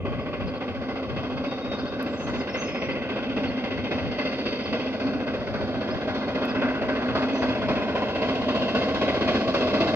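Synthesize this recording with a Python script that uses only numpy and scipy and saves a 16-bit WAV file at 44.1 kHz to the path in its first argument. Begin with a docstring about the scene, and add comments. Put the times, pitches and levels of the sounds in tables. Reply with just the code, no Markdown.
"""Steam locomotive approaching across fields

A few hundred metres off, the exhaust pulses a turbulent jet four times per wheel turn and excites a hollow
drone; hard blasts bark, steam sings and rough rails set the wheels ringing. The roar grows as 1 / distance.
Close by, small birds whistle and chirp, a breeze rumbles on the microphone and something ticks twice."""
import sys
import numpy as np
from scipy import signal
from scipy.fft import rfft, irfft, next_fast_len
from scipy.io import wavfile
from scipy.ndimage import uniform_filter1d

SR = 44100
rng = np.random.default_rng(int(sys.argv[2]) if len(sys.argv) > 2 else 0)


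def waveform_to_disk(signal):
    """Save audio, clipped to [-1, 1], as 16-bit WAV at the path in sys.argv[1]."""
    frames = np.transpose(np.atleast_2d(signal))
    scaled = np.clip(frames, -1, 1) * 32767
    samples = np.round(scaled).astype(np.int16)
    wavfile.write(sys.argv[1], SR, samples)


N = 438794
TIME = np.arange(N) / SR
SIZE = next_fast_len(N, True)
HZ = np.maximum(np.arange(SIZE // 2 + 1) * SR / SIZE, 1)


def from_db(db):
    """Amplitude ratio of a level."""
    return 10 ** (np.asarray(db) / 20)


def rms_one(x):
    """Normalisation to unit rms."""
    return x / np.sqrt(np.mean(x ** 2) + 1e-20)


def in_time(rows):
    """Linear interpolation of each column over time."""
    s, *columns = np.transpose(rows)
    return [np.interp(TIME, s, c) for c in columns]


def at_hz(points):
    """Interpolation over log frequency."""
    hz, value = np.transpose(points)
    return np.interp(np.log(HZ), np.log(hz), value)


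def white():
    """Gaussian spectrum of white noise."""
    return rng.standard_normal(2 * len(HZ)).view(complex)


def white_pair():
    """Two incoherent white spectra."""
    return np.array([white(), white()])


def wave(spectrum):
    """Inverse Fourier transform."""
    return irfft(spectrum, SIZE)[..., :N]


def drift(rate):
    """Low-pass random fluctuation of unit rms."""
    smooth = signal.butter(2, .6 * rate, fs=SR, output="sos")
    return rms_one(signal.sosfilt(smooth, rng.standard_normal(N)))


def even(noise, window_s):
    """Division by the running rms flattens the envelope."""
    power = uniform_filter1d(np.mean(noise ** 2, axis=0), max(int(window_s * SR), 1))
    return noise / np.sqrt(np.maximum(power, 0) + 1e-20)


def resonance(hz, width_hz):
    """Magnitude response of a steep-sided resonance."""
    return 1 / (1 + ((HZ - hz) / (.75 * width_hz)) ** 2) ** 1.5


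# The train's sound at the two microphone ports: f/Hz, coherence
PORT_COHERENCE = [(60, 0.99), (130, 0.96), (250, 0.99), (620, 0.93), (900, 0.76), (1500, 0.88),
                  (2500, 0.79), (2850, 0.53), (3450, 0.83), (4000, 0.54), (4430, 0.4), (4700, 0.61),
                  (5400, 0.45), (8000, 0.2)]
# Left level minus right: f/Hz, level/dB
PORT_BALANCE = [(100, 0), (490, -0.5), (830, 1.5), (1500, 0), (2300, 0), (2750, 0), (3200, 0.5), (3800, -2),
                (4600, -3), (5300, -1.3), (7000, -2)]
# Lag of the left port: f/Hz, phase/rad
PORT_LAG = [(20, 0.5), (620, 0.05), (1000, 0.69), (1750, 1.28), (2250, 1.29), (2650, 0.9), (2880, 2.44),
            (3600, 2.77), (3950, 3.52), (4300, 4.74), (4600, 1.9), (4900, 3.5), (5080, 1.5), (5430, 3.1),
            (6000, 4.8), (8000, 4)]
# Reflection off the listener's body: f/Hz, left amplitude ratio, right amplitude ratio
BODY_REFLECTION = [(200, 0.027, 0.026), (614, 0.092, .05), (950, 0.098, 0.076), (1400, 0.29, 0.065),
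                   (2270, .42, .05), (3000, .08, .04), (4400, .08, .04), (7000, .05, .05)]


def from_track():
    """Interference: a close reflection combs noise arriving from the right, within a diffuse field."""
    coherence = np.clip(at_hz(PORT_COHERENCE), 0, 1)
    direct = white() * np.exp(-1j * at_hz(PORT_LAG) * [[1], [0]])
    for side, delay_s in enumerate((0.001903, 0.001979)):
        strength = at_hz([(row[0], row[1 + side]) for row in BODY_REFLECTION])
        direct[side] *= 1 + strength * np.exp(-2j * np.pi * HZ * delay_s)
    ports = np.sqrt(coherence) * direct + np.sqrt(1 - coherence) * white_pair()
    return ports * from_db(at_hz(PORT_BALANCE) * [[.5], [-.5]])


# The four blasts of a wheel turn: position/turn, accent/dB
TURN_BLASTS = [(0, 4), (.252, 2), (0.496, -0.5), (0.743, 0.5)]
# Force of the exhaust: t/s, relative level/dB
ENGINE_EFFORT = [(0, 1.5), (.8, 2), (1.6, 0.5), (2.6, 2), (3.6, 0.5), (4.6, 0.5), (5.6, -1.5), (7.1, -2),
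                 (7.6, -2.5), (9.95, 1.5)]


def exhaust_beats(first_s=.0485, turn_s=.27869, shortening_s=.000432, scatter_db=0.45):
    """An energy impulse train: four uneven blasts per turn, quickening as the wheels gather speed."""
    place, accent_db = np.transpose(TURN_BLASTS)
    turns = np.arange(int(N / SR / turn_s) + 4)[:, None] + place
    at = np.round((first_s + turn_s * turns - shortening_s * turns ** 2 / 2) * SR).astype(int)
    energy = from_db(accent_db + scatter_db * rng.standard_normal(at.shape)) ** 2
    beats = np.zeros(N)
    beats[at[at < N]] = energy[at < N]
    effort_db, = in_time(ENGINE_EFFORT)
    extra_db = sum(db * (np.abs(TIME - s) < turn_s / 8) for s, db, *_ in BARKING_BLASTS)
    return beats * from_db(effort_db + extra_db) ** 2


def pulse(age, rise_s, fall_s):
    """A smooth onset with exponential decay."""
    return (1 - np.exp(-(age / rise_s) ** 2)) * np.exp(-age / fall_s)


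def puffing(beats, rise_s, fall_s, steady, scatter_db=0.87):
    """Incoherent powers add: an envelope of blasts over a steady share of rolling noise and echo."""
    blast = pulse(TIME[:SR // 3], rise_s, fall_s)
    power = np.zeros(N + len(blast))
    for at in np.flatnonzero(beats):
        power[at:at + len(blast)] += beats[at] * from_db(scatter_db * rng.standard_normal()) ** 2 * blast
    return np.sqrt(steady + (1 - steady) * power[:N] / power[:N].mean())


# Peaks and dips common to all blasts: f/Hz, width/Hz, far gain/dB, near gain/dB
EXHAUST_FORMANTS = [(772, 20, 7, 6), (845, 50, -0.5, -4), (1272, 53, -2.5, -4.5), (1560, 200, 1.5, 1),
                    (1776, 110, -4, -4), (2050, 170, 4.5, 3), (2240, 120, 2, 4), (2360, 80, -3.5, -5.5),
                    (2450, 130, 5, 6), (2675, 160, 8.5, 8.5), (2870, 70, -2, 0.5), (3160, 170, 4.5, 3),
                    (3390, 130, 2.5, 2), (3760, 190, 2, 1.5), (4420, 220, 1.5, 4), (4600, 180, 1.5, 2),
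                    (4820, 110, 1, 2), (5170, 180, 2, 3)]


def hollowed(noise, nearness, slide=0.0095, waver_db=2.05, wander_hz=1.5):
    """Formant filtering: each resonance wanders in frequency and gain as the air moves."""
    hz, s, frames = signal.stft(noise, SR, nperseg=1024)
    near, gain_db = np.interp(s, TIME, nearness), 0
    smooth = signal.butter(2, wander_hz, fs=1 / s[1], output="sos")
    for centre, width, far_db, near_db in EXHAUST_FORMANTS:
        wander = signal.sosfilt(smooth, rng.standard_normal((2, 2 * len(s))))
        sliding, swelling = map(rms_one, wander[:, len(s):])
        boost_db = far_db + (near_db - far_db) * near + waver_db * swelling
        detuning_hz = hz[:, None] - centre * (1 + slide * sliding)
        gain_db = gain_db + boost_db / (1 + (2 * detuning_hz / width) ** 2)
    return signal.istft(frames * from_db(gain_db), SR)[1][:, :N]


# Spectrum of the roar, far off and nearer: f/Hz, relative level/dB
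FAR_SPECTRUM = [(45, -16), (80, -9.5), (180, -6), (230, 2), (350, -2.5), (540, 0), (700, -7), (900, -8.5),
                (1150, -6.5), (1500, -8), (1800, -13.5), (2100, -17.5), (2750, -20.5), (3200, -18.5),
                (3700, -18), (3950, -24.5), (4650, -19.5), (5200, -26.5), (6000, -32), (7600, -61),
                (10000, -82.5)]
NEAR_SPECTRUM = [(45, -16.5), (70, -6.5), (170, -8.5), (210, -0.5), (350, -3), (460, -2), (650, -2),
                 (880, -14), (1500, -14.5), (2100, -16.5), (2700, -19), (3400, -14), (3700, -16.5),
                 (3980, -16.5), (4650, -20), (5300, -23.5), (6000, -29.5), (7400, -41.5), (10000, -78.5)]
# Three treble bands as wind and ground carry them, referred to the starting distance: t/s, level/dB
MID_BAND = [(0, -46.5), (1.7, -42.5), (2.8, -44), (4, -44.5), (5, -44.5), (5.6, -43), (7.1, -36.5),
            (8.1, -42.5), (9.95, -45)]
UPPER_BAND = [(0, -45), (1.8, -45.5), (2.48, -44), (2.55, -40.5), (3.3, -41.5), (4.25, -41.5),
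              (4.851, -41.5), (5.05, -45), (5.7, -48.5), (6.9, -42.5), (7.6, -44), (8.6, -43), (9.2, -44.5),
              (9.95, -48)]
SIZZLE_BAND = [(0, -57.5), (.85, -54.5), (1.55, -50), (2.2, -51.5), (3.2, -53), (4.4, -48), (5.3, -52),
               (6.2, -50.5), (6.85, -52), (7.2, -48.5), (8, -51.5), (8.7, -49), (9.2, -49.5), (9.95, -50.5)]


def roar(beats, start_m=313, speed_m_per_s=21.06, body_db=-34.5, edges_hz=(800, 1900, 3300)):
    """Spherical spreading: the turbulent chimney jet and rolling noise grow as 1 / distance."""
    mid_db, upper_db, sizzle_db = (in_time(band)[0] for band in (MID_BAND, UPPER_BAND, SIZZLE_BAND))
    distance_m = start_m - speed_m_per_s * TIME
    nearness = np.interp(TIME, [4.8, 8.5], [0, 1])
    jet = rfft(hollowed(wave(from_track()), nearness), SIZE)
    far, near = jet * from_db(at_hz(FAR_SPECTRUM)), jet * from_db(at_hz(NEAR_SPECTRUM))
    # a blast opens with a thud; its sizzle lingers and depends less on its force
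    body = from_db(body_db) * puffing(beats, rise_s=0.0048, fall_s=0.022, steady=0.56)
    mid = from_db(mid_db) * puffing(beats, rise_s=0.0078, fall_s=0.031, steady=0.051)
    upper = from_db(upper_db) * puffing(beats, rise_s=0.0105, fall_s=0.017, steady=0.3)
    sizzle = from_db(sizzle_db) * puffing(beats ** 0.92, rise_s=0.0046, fall_s=0.04, steady=0.056)
    low_passes = [1 / (1 + (HZ / edge) ** 16) for edge in edges_hz]
    bands = np.diff(low_passes, axis=0, prepend=0, append=1)
    out = 0
    for level, band in zip((body, mid, upper, sizzle), bands):
        noise = (1 - nearness) * rms_one(wave(far * band)) + nearness * rms_one(wave(near * band))
        out = out + level * noise
    turbulence_db = 0.47 * drift(68)
    return out * from_db(turbulence_db) * start_m / distance_m


# The low drone's uneven level, with quick irregular dips and surges: t/s, relative level/dB
DRONE_LEVEL = [(0.0, -45), (0.05, -39.5), (1.08, -35.5), (1.16, -60), (1.22, -33.5), (1.47, -31),
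               (1.55, -39.5), (1.69, -32), (1.77, -45), (1.83, -28), (1.91, -44), (1.97, -33), (2.3, -35.5),
               (2.35, -25.5), (2.44, -41), (3.13, -35.5), (3.16, -48), (3.24, -30.5), (4.71, -37),
               (4.74, -30.5), (5.04, -31), (5.07, -22), (5.51, -46), (5.76, -30), (6.04, -41), (6.1, -33.5),
               (6.54, -29.5), (6.65, -23), (6.73, -31.5), (7.51, -26), (7.57, -37), (7.67, -29.5),
               (8.15, -38), (8.23, -29.5), (9.81, -33), (9.95, -49)]
# Its resonances: f/Hz, width/Hz, relative level/dB
SMOKEBOX_MODES = [(256, 18, -0.5), (277, 30, -14)]


def drone(beats, gain_db=-0.5):
    """Forced resonance: blasts keep smokebox and chimney ringing, over a slowly growing undertone."""
    level_db, = in_time(DRONE_LEVEL)
    colour = sum(from_db(db) * resonance(hz, width) for hz, width, db in SMOKEBOX_MODES)
    source = from_track()
    main = from_db(level_db + gain_db) * even(wave(source * colour), window_s=0.12)
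    under_db = -48.5 + TIME  # grows 1 dB/s
    under = from_db(under_db) * even(wave(source * resonance(hz=215, width_hz=15)), window_s=.25)
    return (main + under) * puffing(beats, rise_s=0.013, fall_s=0.063, steady=0.77)


def ringing(hz, width_hz, shared):
    """Narrow-band stereo noise: random modulation of a gliding carrier sets the bandwidth."""
    kicks = rng.standard_normal((3, 2 * N)).view(complex)
    wander = signal.sosfilt(signal.butter(2, width_hz / 2, fs=SR, output="sos"), kicks)
    ports = np.sqrt(shared) * wander[0] + np.sqrt(1 - shared) * wander[1:]
    ports[0] *= np.exp(-1j * np.interp(hz, HZ, at_hz(PORT_LAG)))
    return rms_one(np.real(ports * np.exp(2j * np.pi * np.cumsum(hz) / SR)))


# The low note of the rolling wheels: t/s, f/Hz, level/dB
WHEEL_NOTE = [(0, 583, -45.5), (3, 559.6, -42), (4.3, 598.5, -42), (5, 620.6, -38.5), (5.6, 597.8, -39.5),
              (7.4, 627.2, -33.5), (8.3, 602.5, -33), (9.1, 631.3, -33.5), (9.95, 627, -33)]


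def wheels():
    """Roughness excitation: the rails ring the wheels in a broad, sliding note."""
    hz, db = in_time(WHEEL_NOTE)
    return from_db(db) * even(ringing(hz, width_hz=43, shared=0.99), window_s=0.13)


# A hollow band in the roar: t/s, f/Hz, level/dB
HOLLOW_BAND = [(0, 1136, -45), (3, 1102, -52.5), (5.5, 1061, -56), (7.2, 986, -45), (7.9, 1007, -38),
               (8.5, 1034, -37), (9.2, 1100, -37.5), (9.95, 1122, -41.5)]


def hollow_band():
    """Narrow-band noise near 1 kHz, heard as a sliding, hollow colour in the roar."""
    hz, db = in_time(HOLLOW_BAND)
    return from_db(db) * even(ringing(hz, width_hz=100, shared=0.97), window_s=0.08)


# The thin note of the steam: t/s, f/Hz, level/dB
STEAM_NOTE = [(0, 4620, -68.5), (3.9, 4593, -62), (4.2, 4660, -50), (4.55, 4660, -43.5), (4.85, 4630, -54),
              (5.15, 4640, -56.5), (6.9, 4465, -60), (7.2, 4450, -49), (7.6, 4420, -53), (8.1, 4520, -58.5),
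              (8.75, 4600, -46), (9.3, 4610, -57), (9.95, 4700, -52)]


def steam_ring(beats):
    """Amplitude modulation: steam sings in a narrow high band with each blast."""
    hz, db = in_time(STEAM_NOTE)
    band = from_db(db) * ringing(hz, width_hz=240, shared=1.0)
    balance = from_db([[-1.5], [1.5]])
    return band * balance * puffing(beats, rise_s=.009, fall_s=0.026, steady=0.11)


# Course of the faint hiss: t/s, relative level/dB
HISS_LEVEL = [(0, -72), (8, -72), (8.7, -70), (9.95, -67.5)]
# Its spectrum: f/Hz, relative level/dB
HISS_SPECTRUM = [(6000, 2), (8400, -11), (9400, -12.5), (11000, -11.5), (13000, -7.5), (15000, -4.5),
                 (16000, -15)]


def high_hiss(gain_db=-5):
    """Incoherent noise in the top octaves, heard as a faint, wide hiss."""
    level_db, = in_time(HISS_LEVEL)
    colour = from_db(at_hz(HISS_SPECTRUM)) * (HZ > HISS_SPECTRUM[0][0])
    return from_db(level_db + gain_db) * rms_one(wave(white_pair() * colour))


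# Gusts: t/s, duration/s, relative level/dB
BREEZE_GUSTS = [(.08, 0.26, -30.5), (.46, 0.1, -30.5), (1.16, 0.14, -32.5), (2.33, 0.17, -36),
                (3.47, 0.078, -38), (3.8, 0.13, -35), (4.07, 0.084, -30.5), (5.57, 0.12, -33.5),
                (6.6, .2, -39), (7.7, 0.19, -34)]
# Spectrum of the eddies: f/Hz, relative level/dB
EDDY_SPECTRUM = [(15, -22.5), (35, -12), (60, -1), (90, 4.5), (150, -1), (210, -3), (400, -49.5),
                 (2000, -100)]


def breeze(base_db=-43.5, waver_db=4, shared=0.16):
    """Turbulent pressure: eddies, mostly each port's own, rumble in gusts above a wavering base."""
    base = from_db(base_db + waver_db * drift(11))
    gust_power = sum(from_db(db) ** 2 * np.exp(-(2 * (TIME - s) / length) ** 2)
                     for s, length, db in BREEZE_GUSTS)
    eddies = np.sqrt(shared) * white() + np.sqrt(1 - shared) * white_pair()
    rumble = even(wave(eddies * from_db(at_hz(EDDY_SPECTRUM))), window_s=0.18)
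    balance = from_db([[.1], [-2.2]])
    return np.sqrt(base ** 2 + gust_power) * balance * rumble


def bird_note(s, length_s, glide_hz, db, flutter):
    """Frequency modulation: flutter roughens a gliding sine that swells and fades."""
    out, progress = np.zeros(N), np.linspace(0, 1, int(length_s * SR))
    span = slice(int(s * SR), int(s * SR) + len(progress))
    glide = np.polyfit(np.linspace(0, 1, len(glide_hz)), glide_hz, len(glide_hz) - 1)
    hz = np.polyval(glide, progress) * (1 + flutter[span])
    envelope = np.sqrt(2 * np.abs(np.sin(np.pi * progress)))
    out[span] = from_db(db) * envelope * np.sin(2 * np.pi * np.cumsum(hz) / SR)
    return out


def in_bushes(song, echo_db, t60_s=.38, left_lag_s=.00004, left_db=4.0):
    """Scattering: bushes and trees add an exponentially decaying tail to the direct song."""
    age = TIME[:SR // 4]
    scatter = rng.standard_normal((2, len(age))) * from_db(-60 * age / t60_s)
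    scatter /= np.sqrt(np.sum(scatter ** 2, axis=1, keepdims=True))
    direct = np.array([from_db(left_db) * np.interp(TIME - left_lag_s, TIME, song), song])
    return direct + from_db(echo_db) * signal.fftconvolve(song[None], scatter)[:, :N]


# Short chips, clear or raspy: t/s, start f/Hz, end f/Hz, level/dB, relative roughness
BIRD_CHIPS = [(.205, 5100, 4850, -62, .5), (.468, 4790, 4650, -50.5, 1.1), (.548, 4100, 4760, -54, 1.1),
              (1.781, 4360, 5000, -47, 0.9), (1.86, 4300, 4850, -50, .9), (2.39, 5350, 4650, -50, .4),
              (2.903, 4550, 4830, -49.5, 0.74), (3.468, 4500, 4320, -47.5, 0.3),
              (4.634, 5480, 4400, -48, .7), (5.9, 4650, 5250, -47, 0.7), (6.488, 5360, 4330, -46.5, .5)]
# Whistled notes: t/s, duration/s, start f/Hz, middle f/Hz, end f/Hz, level/dB
BIRD_WHISTLES = [(1.473, 0.1, 3750, 3705, 3660, -50), (1.61, 0.083, 3720, 3730, 3720, -52),
                 (1.686, .075, 3790, 3720, 3710, -45.5), (1.778, 0.21, 3700, 3664, 3760, -57),
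                 (2.065, 0.37, 7560, 7290, 7450, -71), (2.168, 0.15, 6200, 6180, 6200, -55),
                 (2.318, 0.11, 6270, 6310, 6300, -61), (2.489, 0.025, 5200, 5370, 5440, -48),
                 (2.529, 0.036, 5380, 5420, 5360, -47), (2.566, .09, 6300, 6220, 6160, -45),
                 (2.636, 0.2, 5220, 5190, 5020, -53), (2.79, 0.085, 5620, 5730, 5720, -57),
                 (7.328, 0.08, 6260, 6060, 6340, -58)]


def birds(rasp=0.055, whistle_rough=0.07, chip_s=.037):
    """Direct-to-reverberant ratio: whistles come from deep in the bushes, chips are closer and drier."""
    flutter = rasp * drift(410)
    chips = sum(bird_note(s, chip_s, glide_hz, db, rough * flutter)
                for s, *glide_hz, db, rough in BIRD_CHIPS)
    whistles = sum(bird_note(s, length, glide_hz, db, whistle_rough * flutter)
                   for s, length, *glide_hz, db in BIRD_WHISTLES)
    tremolo = from_db(2.1 * drift(50))
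    return in_bushes(whistles * tremolo, echo_db=-2.0) + in_bushes(chips, echo_db=-7)


# Two small ticks: t/s, level/dB
TICK_EVENTS = [(2.028, -34), (6.454, -42)]
# Their spectrum: f/Hz, relative level/dB
TICK_SPECTRUM = [(3000, -32), (6000, -8), (9000, -19), (12200, 3.5), (14000, -10), (16000, -24)]


def ticks(fall_s=0.00075, hiss_db=-31, hiss_s=.04):
    """Exponential transients: two short bright ticks, with a faint brief hiss added after each."""
    level = np.zeros(N)
    for s, db in TICK_EVENTS:
        at = int(s * SR)
        age = TIME[:N - at]
        level[at:] += from_db(db) * (np.exp(-age / fall_s) + from_db(hiss_db) * np.exp(-age / hiss_s))
    return level * even(wave(white_pair() * from_db(at_hz(TICK_SPECTRUM))), window_s=.001)


# Hard blasts: t/s, accent on the exhaust beat/dB, chimney note f/Hz, relative note level/dB
BARKING_BLASTS = [(2.54, .3, 520, -36), (2.815, 0, 520, -30), (3.15, 1.5, 520, -36), (3.91, 1.3, 500, -36),
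                  (4.105, 0, 500, -30.5), (4.185, 1.3, 540, -36), (4.25, 1.5, 560, -37),
                  (4.73, 1.6, 520, -33), (4.995, 0, 620, -30), (5.925, 1.7, 600, -31), (6.07, .3, 580, -31),
                  (6.41, 1.8, 600, -33), (6.615, 1.5, 620, -29), (6.82, .5, 590, -28),
                  (7.148, 2.3, 630, -28), (7.424, 1, 625, -25), (7.68, 2.3, 620, -36), (8.21, 0, 600, -30),
                  (8.55, 1.2, 600, -33), (8.745, .8, 600, -25), (9.015, -.8, 470, -27), (9.54, 0, 600, -24),
                  (9.725, 1.2, 620, -26)]


def barks(gain_db=1.0):
    """Damped resonance: a hard blast rings the chimney briefly on a hollow note."""
    hz, level = np.full(N, float(BARKING_BLASTS[0][2])), np.zeros(N)
    shape = pulse(TIME[:SR // 6], rise_s=.009, fall_s=0.014)
    for s, _, note_hz, db in BARKING_BLASTS:
        at = int(s * SR)
        hz[at:] = note_hz
        level[at:at + len(shape)] += from_db(db + gain_db) * (shape / shape.max())[:N - at]
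    return level * even(ringing(hz, width_hz=110, shared=0.95), window_s=.02)


def scene():
    """Superposition of the distant train and the small sounds around the listener."""
    beats = exhaust_beats()
    train = roar(beats) + drone(beats)
    train += (wheels() + hollow_band()) * puffing(beats, rise_s=0.0032, fall_s=0.02, steady=0.29)
    train += steam_ring(beats) + barks()
    nearby = birds() + ticks() + breeze()
    return train + nearby + high_hiss()


def record(dry, low_hz=42, high_hz=15500, fade_s=.004):
    """Band limiting: the microphone sheds the deepest rumble and the top is cut steeply."""
    faded = dry * np.minimum(np.minimum(TIME, TIME[::-1]) / fade_s, 1)
    thinned = signal.sosfilt(signal.butter(2, low_hz, "high", fs=SR, output="sos"), faded)
    return signal.sosfilt(signal.ellip(10, .1, 80, high_hz, fs=SR, output="sos"), thinned)


dry = scene()
out = record(dry)
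waveform_to_disk(out)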